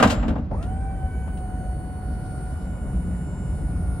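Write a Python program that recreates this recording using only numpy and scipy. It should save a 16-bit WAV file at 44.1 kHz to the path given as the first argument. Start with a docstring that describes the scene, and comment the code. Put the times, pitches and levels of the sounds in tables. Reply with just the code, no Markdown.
"""Steel clanks and rattles to rest: blows ring the platform of a truck's lift gate in an open yard.
Half a second in, the electric hydraulic pump spins up and whines at its tooth rate, slowing in two
steps as it takes the weight. The motor's brushes sing and sizzle in the treble, oil and fan hiss,
and the platform's arms rasp softly. Far engines rumble behind it, and a low drone swells late."""
import sys
import numpy as np
from scipy import signal
from scipy.io import wavfile

SR = 44100
rng = np.random.default_rng(int(sys.argv[2]) if len(sys.argv) > 2 else 0)


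def digitize_waveform(pressure):
    """Quantize a signal to 16-bit integers and store it at the path in sys.argv[1].

    Rows of a 2-D input are taken as channels; values are limited to [-1, 1].
    """
    field = np.atleast_2d(pressure).T
    bounded = np.clip(field, -1, 1)
    quanta = np.round(bounded * 32767).astype(np.int16)
    wavfile.write(sys.argv[1], SR, quanta)


N = 176400
TIME = np.arange(N) / SR

# blows on the platform: t/s, bass/dB, middle/dB, treble/dB, contact/s
BLOWS = [(0, -17.5, -17, -23.5, 0.0012), (.025, -15, -7.5, -12.5, 0.0043), (.058, -16.5, -30, -43, 0.0021),
         (0.072, -48, -34, -21.5, 0.0032), (0.096, -23.5, -30.5, -14.5, 0.014),
         (.124, -22.5, -23, -43, 0.00367), (0.165, -23.5, -46, -58, 0.0034),
         (0.197, -21.5, -46, -46, 0.0013), (.226, -50, -26, -43.5, 0.0068), (0.25, -19.5, -43, -50, 0.0025),
         (0.28, -20, -30.5, -34, .004), (0.304, -20, -29.5, -56, 0.0026), (.356, -24.5, -29.5, -53, 0.005),
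         (0.382, -25.5, -47, -52, 0.0012), (0.511, -31.5, -30, -77, 0.00773),
         (0.626, -44, -48, -38, 0.0017), (1.27, -54, -39.5, -57, 0.0125), (1.373, -55, -66, -44, 0.0011)]
def blow_gains(hz):
    """Strength of every blow at one frequency."""
    return from_db([at_hz([(252, bass), (765, middle), (5000, treble)], hz)
                    for _, bass, middle, treble, _ in BLOWS])


# dense ringing of the plate: f/Hz, band gain/dB
PLATE_SPECTRUM = [(50, -23.5), (100, -6.5), (160, -11.5), (240, -2.5), (370, -18), (600, -2.5), (850, -8.5),
                  (1200, -6), (1550, -5.5), (1950, -13), (2700, -10.5), (4000, -16), (6000, -22),
                  (8300, -19.5), (10500, -32)]
# plate balance: f/Hz, left-right/dB
PLATE_PAN = [(300, .5), (500, 0), (700, -6), (1000, 8.5), (1300, 0.5), (2400, 4.5), (4400, 8), (8000, 1.5)]
# decay of the crash: f/Hz, T60/s
CRASH_T60 = [(100, 0.22), (600, 0.15), (2500, 0.12), (10000, 0.14)]
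# decay of its tail: f/Hz, T60/s
TAIL_T60 = [(100, 0.32), (600, 1), (2500, 0.81), (10000, 0.17)]
def platform_crash(tail_db=-20):
    """Each blow feeds the steel's dense modes during contact: a short crash and a longer tail."""
    contacts = np.array([np.diff(ramp(start, length), prepend=0) for start, *_, length in BLOWS])
    out = np.zeros((2, N))
    for hz, band in noise_bands():
        energy = blow_gains(hz) ** 2 @ contacts
        crash = power_decay(energy, at_hz(CRASH_T60, hz))
        tail = from_db(tail_db) ** 2 * power_decay(energy, at_hz(TAIL_T60, hz))
        envelope = np.sqrt(np.abs(crash + tail))
        out += from_db(at_hz(PLATE_SPECTRUM, hz)) * envelope * band * pan(at_hz(PLATE_PAN, hz))
    return out


# clear plate modes: f/Hz, gain/dB, T60/s
PLATE_MODES = [(230, -3, .6), (283.5, -1, 0.34), (463, -9, .3), (608, -1, 0.14), (645, -13, .2),
               (755, -9, 0.35), (866, -4, 0.13), (1212, -20, 0.43), (2325, -7, 0.08), (2790, -4, 0.11),
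               (7343, -27, 0.45), (8296, -36, 0.35)]
def platform_ring(gain_db=-7, scatter_db=1.4):
    """Each blow kicks a few clear modes, which ring on as damped sines."""
    struck = [int((start + length / 2) * SR) for start, *_, length in BLOWS]
    out = np.zeros((2, N))
    for hz, db, t60 in PLATE_MODES:
        kicks = np.zeros(N)
        kicks[struck] = blow_gains(hz) * from_db(gain_db + db + rng.normal(0, scatter_db, len(BLOWS)))
        radius, step = from_db(-60 / (t60 * SR)), 2 * np.pi * hz / SR
        feedback = [1, -2 * radius * np.cos(step), radius ** 2]
        ring = signal.lfilter([0, np.sin(step)], feedback, kicks + 1e-18)
        out += ring * pan(at_hz(PLATE_PAN, hz))
    return out


START_S, TEETH = 0.497, 12
# motor shaft speed: t/s, f/Hz
SHAFT_SPEED = [(.505, 19), (.53, 32), (.56, 44.5), (.6, 54), (.65, 59.8), (.72, 63.1), (.82, 64.55),
               (.89, 64.55), (1.0, 63.25), (1.1, 62.7), (1.3, 62.65), (1.37, 61.95), (1.48, 61.66),
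               (2.55, 61.68), (2.82, 61.08), (4, 61.0)]
def power_pack(jitter=0.00081):
    """One motor shaft drives the pump's whine and the brushes; oil and sparks start with it."""
    shaft_hz, = in_time(SHAFT_SPEED)
    shaft = phase_of(shaft_hz * (1 + jitter * drift(25)))
    hiss = oil_hiss()
    whine = ramp(START_S, 0.029) * (tooth_tone(shaft) + overtones(shaft) + growl(shaft))
    return whine + brushes(shaft, shaft_hz) + sparks() + hiss


# tooth tone: t/s, level/dB
TOOTH_LEVEL = [(.52, -43), (.62, -45.5), (.72, -37.5), (.8, -42), (.85, -39), (.93, -38), (.97, -44.5),
               (1.05, -36), (1.13, -50), (1.2, -44), (1.3, -49.5), (1.42, -40.5), (1.65, -42), (1.9, -45),
               (2.45, -45), (2.75, -52.5), (3.4, -56), (3.9, -48.5)]
# side tone: t/s, level/dB
SIDE_LEVEL = [(.6, -62), (.9, -54.5), (1.1, -84), (1.5, -58.5), (1.8, -68), (2.1, -57), (2.35, -53),
              (2.7, -58.5), (3.3, -64), (3.6, -65), (3.9, -54.5)]
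def tooth_tone(shaft, roughness=0.092, rough_hz=40):
    """The pump's tooth rate, plus a side tone that beats with its second harmonic at the shaft rate."""
    tooth = gain_curve(TOOTH_LEVEL) * (1 + roughness * drift(rough_hz))
    side = gain_curve(SIDE_LEVEL) * (1 + roughness * drift(rough_hz))
    return (tooth * tone(TEETH * shaft, lead_rad=0.95) * pan(db=-2.5)
            + side * tone((2 * TEETH - 1) * shaft, lead_rad=0.2) * pan(db=-1.5))


# strong tooth overtones: harmonic -> t/s, level/dB
STRONG_OVERTONES = {2: [(.78, -56.5), (.84, -56), (1.0, -54), (1.1, -51), (1.3, -50.5), (1.42, -58.5),
                    (1.6, -55.5), (4, -55.5)], 3: [(.78, -72), (.87, -61), (.97, -67), (1.2, -60),
                    (1.5, -75), (2.5, -72), (2.7, -66.5)], 4: [(.75, -65), (.81, -84), (.92, -74),
                    (.97, -67.5), (2.3, -70), (2.76, -66), (3.1, -68), (3.5, -65), (3.8, -75)],
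                    6: [(1.1, -79), (1.7, -70.5), (2.4, -69), (2.6, -82), (3.45, -79), (3.7, -76)],
                    7: [(1.5, -92), (2.9, -80), (3.45, -73.5), (4, -75)], 9: [(1.05, -78), (1.17, -68),
                    (1.38, -77), (1.65, -72), (1.9, -88), (3.8, -78)], 10: [(.9, -77), (2.2, -76),
                    (2.7, -65.5), (3.0, -68), (3.4, -59.5), (3.85, -76)], 11: [(.68, -80), (.74, -63),
                    (1.2, -79), (1.35, -67), (1.55, -86), (1.9, -80), (2.1, -72), (2.48, -65.5), (2.7, -87),
                    (3.55, -69)], 12: [(.62, -82), (.7, -63), (1.28, -69), (1.37, -52.5), (1.5, -62.5),
                    (1.8, -58.5), (2.19, -78), (2.28, -56), (2.45, -54), (2.65, -77), (3.0, -62),
                    (3.3, -77), (3.65, -64), (4, -87)], 13: [(.9, -70), (1.03, -60), (1.6, -57),
                    (2.55, -53.5), (2.72, -60), (2.9, -55), (3.22, -55.5), (3.36, -65), (3.48, -56.5),
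                    (4, -50.5)]}
# faint tooth overtones: harmonic -> level/dB at light, half, full load
FAINT_OVERTONES = {5: (-88, -83, -76), 8: (-86, -89, -79), 14: (-72, -78, -82), 15: (-78, -74, -70),
                   16: (-88, -82, -82), 20: (-79, -86, -88), 21: (-110, -77, -80)}
# overtone balance: harmonic, left-right/dB
OVERTONE_PAN = [(2, -1), (3, 6), (4, 22), (9, 14), (10, 7), (12, 0)]
# overtone phase: harmonic, left lead/rad
OVERTONE_LEAD = [(2, 0.87), (3, 0.72), (10, 0.49), (13, 2.26), (14, 4), (16, 0.33)]
def overtones(shaft, load_steps_s=(1.26, 2.59), step_s=0.08, waver_db=0.17):
    """Tooth harmonics emerge ragged during spin-up, settle, and shift in balance with the load."""
    half_load, full_load = [ramp(t - step_s / 2, step_s) for t in load_steps_s]
    levels_db = {harmonic: in_time(curve)[0] for harmonic, curve in STRONG_OVERTONES.items()}
    for harmonic, (light_db, half_db, full_db) in FAINT_OVERTONES.items():
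        levels_db[harmonic] = light_db + half_load * (half_db - light_db) + full_load * (full_db - half_db)
    onset = ramp(0.503, 0.11)
    raggedness = 0.6 - 0.44 * ramp(START_S, 1.0)
    out = np.zeros((2, N))
    for harmonic, db in levels_db.items():
        wobble = flutter(raggedness, rate_hz=45)
        gain = onset * np.abs(wobble) * from_db(db - waver_db * drift(6.8))
        phase = harmonic * TEETH * shaft + np.angle(wobble)
        out += gain * tone(phase, at_hz(OVERTONE_LEAD, harmonic)) * pan(at_hz(OVERTONE_PAN, harmonic))
    return out


# starting growl: t/s, gain/dB
GROWL_GAIN = [(.5, -25), (.525, -32), (.55, -39), (.575, -49), (.62, -49), (.8, -94)]
def growl(shaft, roughness=0.6, rough_hz=90):
    """The starting motor growls on two rough neighbouring shaft harmonics."""
    out = np.zeros((2, N))
    for multiple in (2 * TEETH - 1, 2 * TEETH):
        gain = gain_curve(GROWL_GAIN) * (1 + roughness * drift(rough_hz)) / 2
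        out += gain * tone(multiple * shaft + roughness * drift(rough_hz), lead_rad=1.0)
    return out


# brush buzz shaped by the housing: f/Hz, line level/dB
BRUSH_SPECTRUM = [(1600, -82), (2200, -85), (2750, -85), (3200, -101), (6000, -101), (7200, -88),
                  (7800, -92), (8500, -79.5), (9350, -76), (10100, -104), (13000, -115)]
def brushes(shaft, shaft_hz, uneven_db=2.5, fading_db=3.5, flutter_rad=0.6):
    """Uneven commutator bars give a comb of fluttering lines that sweeps the housing's resonances."""
    out = np.zeros((2, N))
    for multiple in range(2 * TEETH + 1, 165):
        if multiple % TEETH:
            housing_db = at_hz(BRUSH_SPECTRUM, multiple * shaft_hz)
            db = housing_db + uneven_db * rng.normal() + fading_db * drift(0.44)
            phase = multiple * shaft + rng.uniform(0, 2 * np.pi) + flutter_rad * drift(18)
            out += from_db(db) * tone(phase, lead_rad=rng.uniform(0, np.pi))
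    return ramp(START_S, 0.074) * out


def sparks(start_db=-63, running_db=-68):
    """The brushes sizzle, most while the starting current is high."""
    db = start_db + (running_db - start_db) * ramp(0.645, 0.16)
    return ramp(START_S, 0.074) * from_db(db) * band_noise(8875, 9625, order=4)


# oil and fan hiss: f/Hz, relative density/dB
OIL_SPECTRUM = [(300, -0.5), (500, 8), (800, 1), (1100, -5), (1500, -10.5), (2000, -9.5), (3000, -32.5),
                (4500, -28), (6500, -34), (9000, -42), (11000, -70), (15000, -64)]
# oil and fan hiss: t/s, level/dB
OIL_LEVEL = [(.5, -41.5), (.7, -47), (1.8, -46.5), (2.4, -46)]
def oil_hiss():
    """Oil and fan hiss once the motor runs."""
    return ramp(START_S, 0.044) * gain_curve(OIL_LEVEL) * coloured_noise(OIL_SPECTRUM, flicker_db=2)


# rasp of the arms: t/s, level/dB
SCRAPE_LEVEL = [(1.9, -88), (2.15, -68), (2.45, -66), (2.65, -66.5), (2.85, -92)]
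def arm_scrape(flicker_db=1.5):
    """A soft rasp as the platform's arms turn."""
    rasp = band_noise(3600, 5800, order=2)
    return gain_curve(SCRAPE_LEVEL) * from_db(flicker_db * drift(30)) * rasp * pan(db=8)


# background drone: t/s, f/Hz, level/dB
DRONE = [(2.4, 182, -57), (2.8, 179, -39), (3.1, 178, -30), (3.4, 176, -42.5), (3.8, 173, -38.5),
         (4, 168, -36.5)]
def drone(waver=0.0066, flicker_db=2):
    """A low, wavering tone swells late and sinks in pitch."""
    hz, db = in_time(DRONE)
    phase = phase_of(hz * (1 + waver * drift(6.2)))
    return from_db(db + flicker_db * drift(17)) * tone(phase, lead_rad=0.1)


# engine bass: f/Hz, relative density/dB
RUMBLE_SPECTRUM = [(20, -40), (30, -23), (42, 3.5), (58, 6), (80, 3), (110, -14), (160, -20.5),
                   (400, -72.5)]
# engine bass: t/s, level/dB
RUMBLE_LEVEL = [(0, -30), (.3, -25), (.42, -30.5), (.6, -24), (1.4, -28.5), (2.1, -29.5), (2.75, -31),
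                (2.95, -25), (3.35, -34), (3.55, -23.5), (4, -26)]
# engine roar and yard air: f/Hz, relative density/dB
ROAR_SPECTRUM = [(60, -11), (110, -1), (160, 2.5), (200, -3), (235, -5.5), (310, -10.5), (420, -21),
                 (1000, -31.5), (2500, -48.5), (6000, -53.5), (9500, -84), (11000, -91)]
# engine roar and yard air: t/s, level/dB
ROAR_LEVEL = [(0, -31.5), (.8, -35), (2.6, -34.5), (3.0, -33), (4, -32)]
def far_engines():
    """Distant engines rumble and roar in the air of the yard."""
    rumble = gain_curve(RUMBLE_LEVEL) * coloured_noise(RUMBLE_SPECTRUM, flicker_db=1.2)
    roar = gain_curve(ROAR_LEVEL) * coloured_noise(ROAR_SPECTRUM, flicker_db=2)
    return rumble + roar


# diffuse sound: f/Hz, left-right correlation
CORRELATION = [(60, 0.97), (290, 0.9), (640, 0.71), (1400, 0.3), (2400, 0.023), (4400, 1), (8000, 0.13)]
def noise_bands(right_delay_samples=2):
    """Yield third-octave bands of diffuse stereo noise: centre/Hz, noise of rms 1."""
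    edges_hz = 20 * 2 ** (np.arange(30) / 3)
    white = rng.standard_normal((2, 2, N + SR // 4))
    for k, (low, high) in enumerate(zip(edges_hz, edges_hz[1:])):
        mid, side = band_pass(white[k % 2], low, high, order=3)[:, -N:]
        hz = np.sqrt(low * high)
        alike = np.clip(at_hz(CORRELATION, hz), -0.99, 0.99)
        left, right = np.sqrt(1 + alike) * mid + np.sqrt(1 - alike) * side * [[1], [-1]]
        yield hz, rms_one(np.array([left, np.roll(right, right_delay_samples)]))


def coloured_noise(spectrum, flicker_db):
    """Stereo noise of a given spectrum, each band flickering; rms 1."""
    return rms_one(sum(band * np.sqrt(hz) * from_db(at_hz(spectrum, hz) + flicker_db * drift(14))
                       for hz, band in noise_bands()))


def band_noise(low_hz, high_hz, order):
    """One band of uncorrelated stereo noise; rms 1."""
    return rms_one(band_pass(rng.standard_normal((2, N)), low_hz, high_hz, order))


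def band_pass(x, low_hz, high_hz, order):
    """Flat-topped band filter."""
    return signal.sosfilt(signal.butter(order, [low_hz, high_hz], "band", fs=SR, output="sos"), x)


def drift(rate_hz, hop=100):
    """Smooth random wander; rms 1."""
    pole = np.exp(-2 * np.pi * rate_hz * hop / SR)
    white = rng.standard_normal(N // hop + 1002)
    slow = signal.lfilter([1], [1, -2 * pole, pole ** 2], white)[1000:]
    return np.interp(np.arange(N) / hop, np.arange(len(slow)), rms_one(slow))


def flutter(depth, rate_hz):
    """Random wobble of strength and phase, as a complex gain of rms 1."""
    return (1 + depth * (drift(rate_hz) + 1j * drift(rate_hz))) / np.sqrt(1 + 2 * depth ** 2)


def power_decay(energy, t60):
    """Stored energy, falling 60 dB in t60 seconds."""
    retained = from_db(-60 / (t60 * SR)) ** 2
    return signal.lfilter([1], [1, -retained], energy + 1e-18)


def tone(phase, lead_rad):
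    """Stereo sine of rms 1, left side leading."""
    return np.sqrt(2) * np.sin([phase + lead_rad / 2, phase - lead_rad / 2])


def phase_of(hz):
    """Running phase/rad."""
    return 2 * np.pi * np.cumsum(hz) / SR


def ramp(start_s, length_s):
    """Linear rise from 0 to 1."""
    return np.clip((TIME - start_s) / length_s, 0, 1)


def in_time(rows):
    """The columns of a time curve, sample by sample."""
    times, *columns = np.transpose(rows)
    return [np.interp(TIME, times, column) for column in columns]


def gain_curve(rows):
    """A dB curve as gain per sample."""
    return from_db(in_time(rows)[0])


def at_hz(points, hz):
    """Interpolate on a log axis of frequency or harmonic number."""
    f, value = np.transpose(points)
    return np.interp(np.log(hz), np.log(f), value)


def pan(db):
    """Left and right gains for a level difference."""
    return rms_one(from_db(np.array([[db], [-db]]) / 2))


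def from_db(db):
    """Decibels to gain."""
    return 10 ** (np.asarray(db) / 20)


def rms_one(x):
    """Scale to rms 1."""
    return x / np.sqrt(np.mean(x ** 2) + 1e-20)


def scene():
    """Platform, pump and yard together."""
    return platform_crash() + platform_ring() + arm_scrape() + power_pack() + drone() + far_engines()


def record(dry, ceiling=1.3, stopband_hz=16700):
    """Round the peaks and cut the top."""
    rounded = ceiling * np.tanh(dry / ceiling)
    return signal.sosfilt(signal.cheby2(14, 70, stopband_hz, fs=SR, output="sos"), rounded)


dry = scene()
out = record(dry)
digitize_waveform(out)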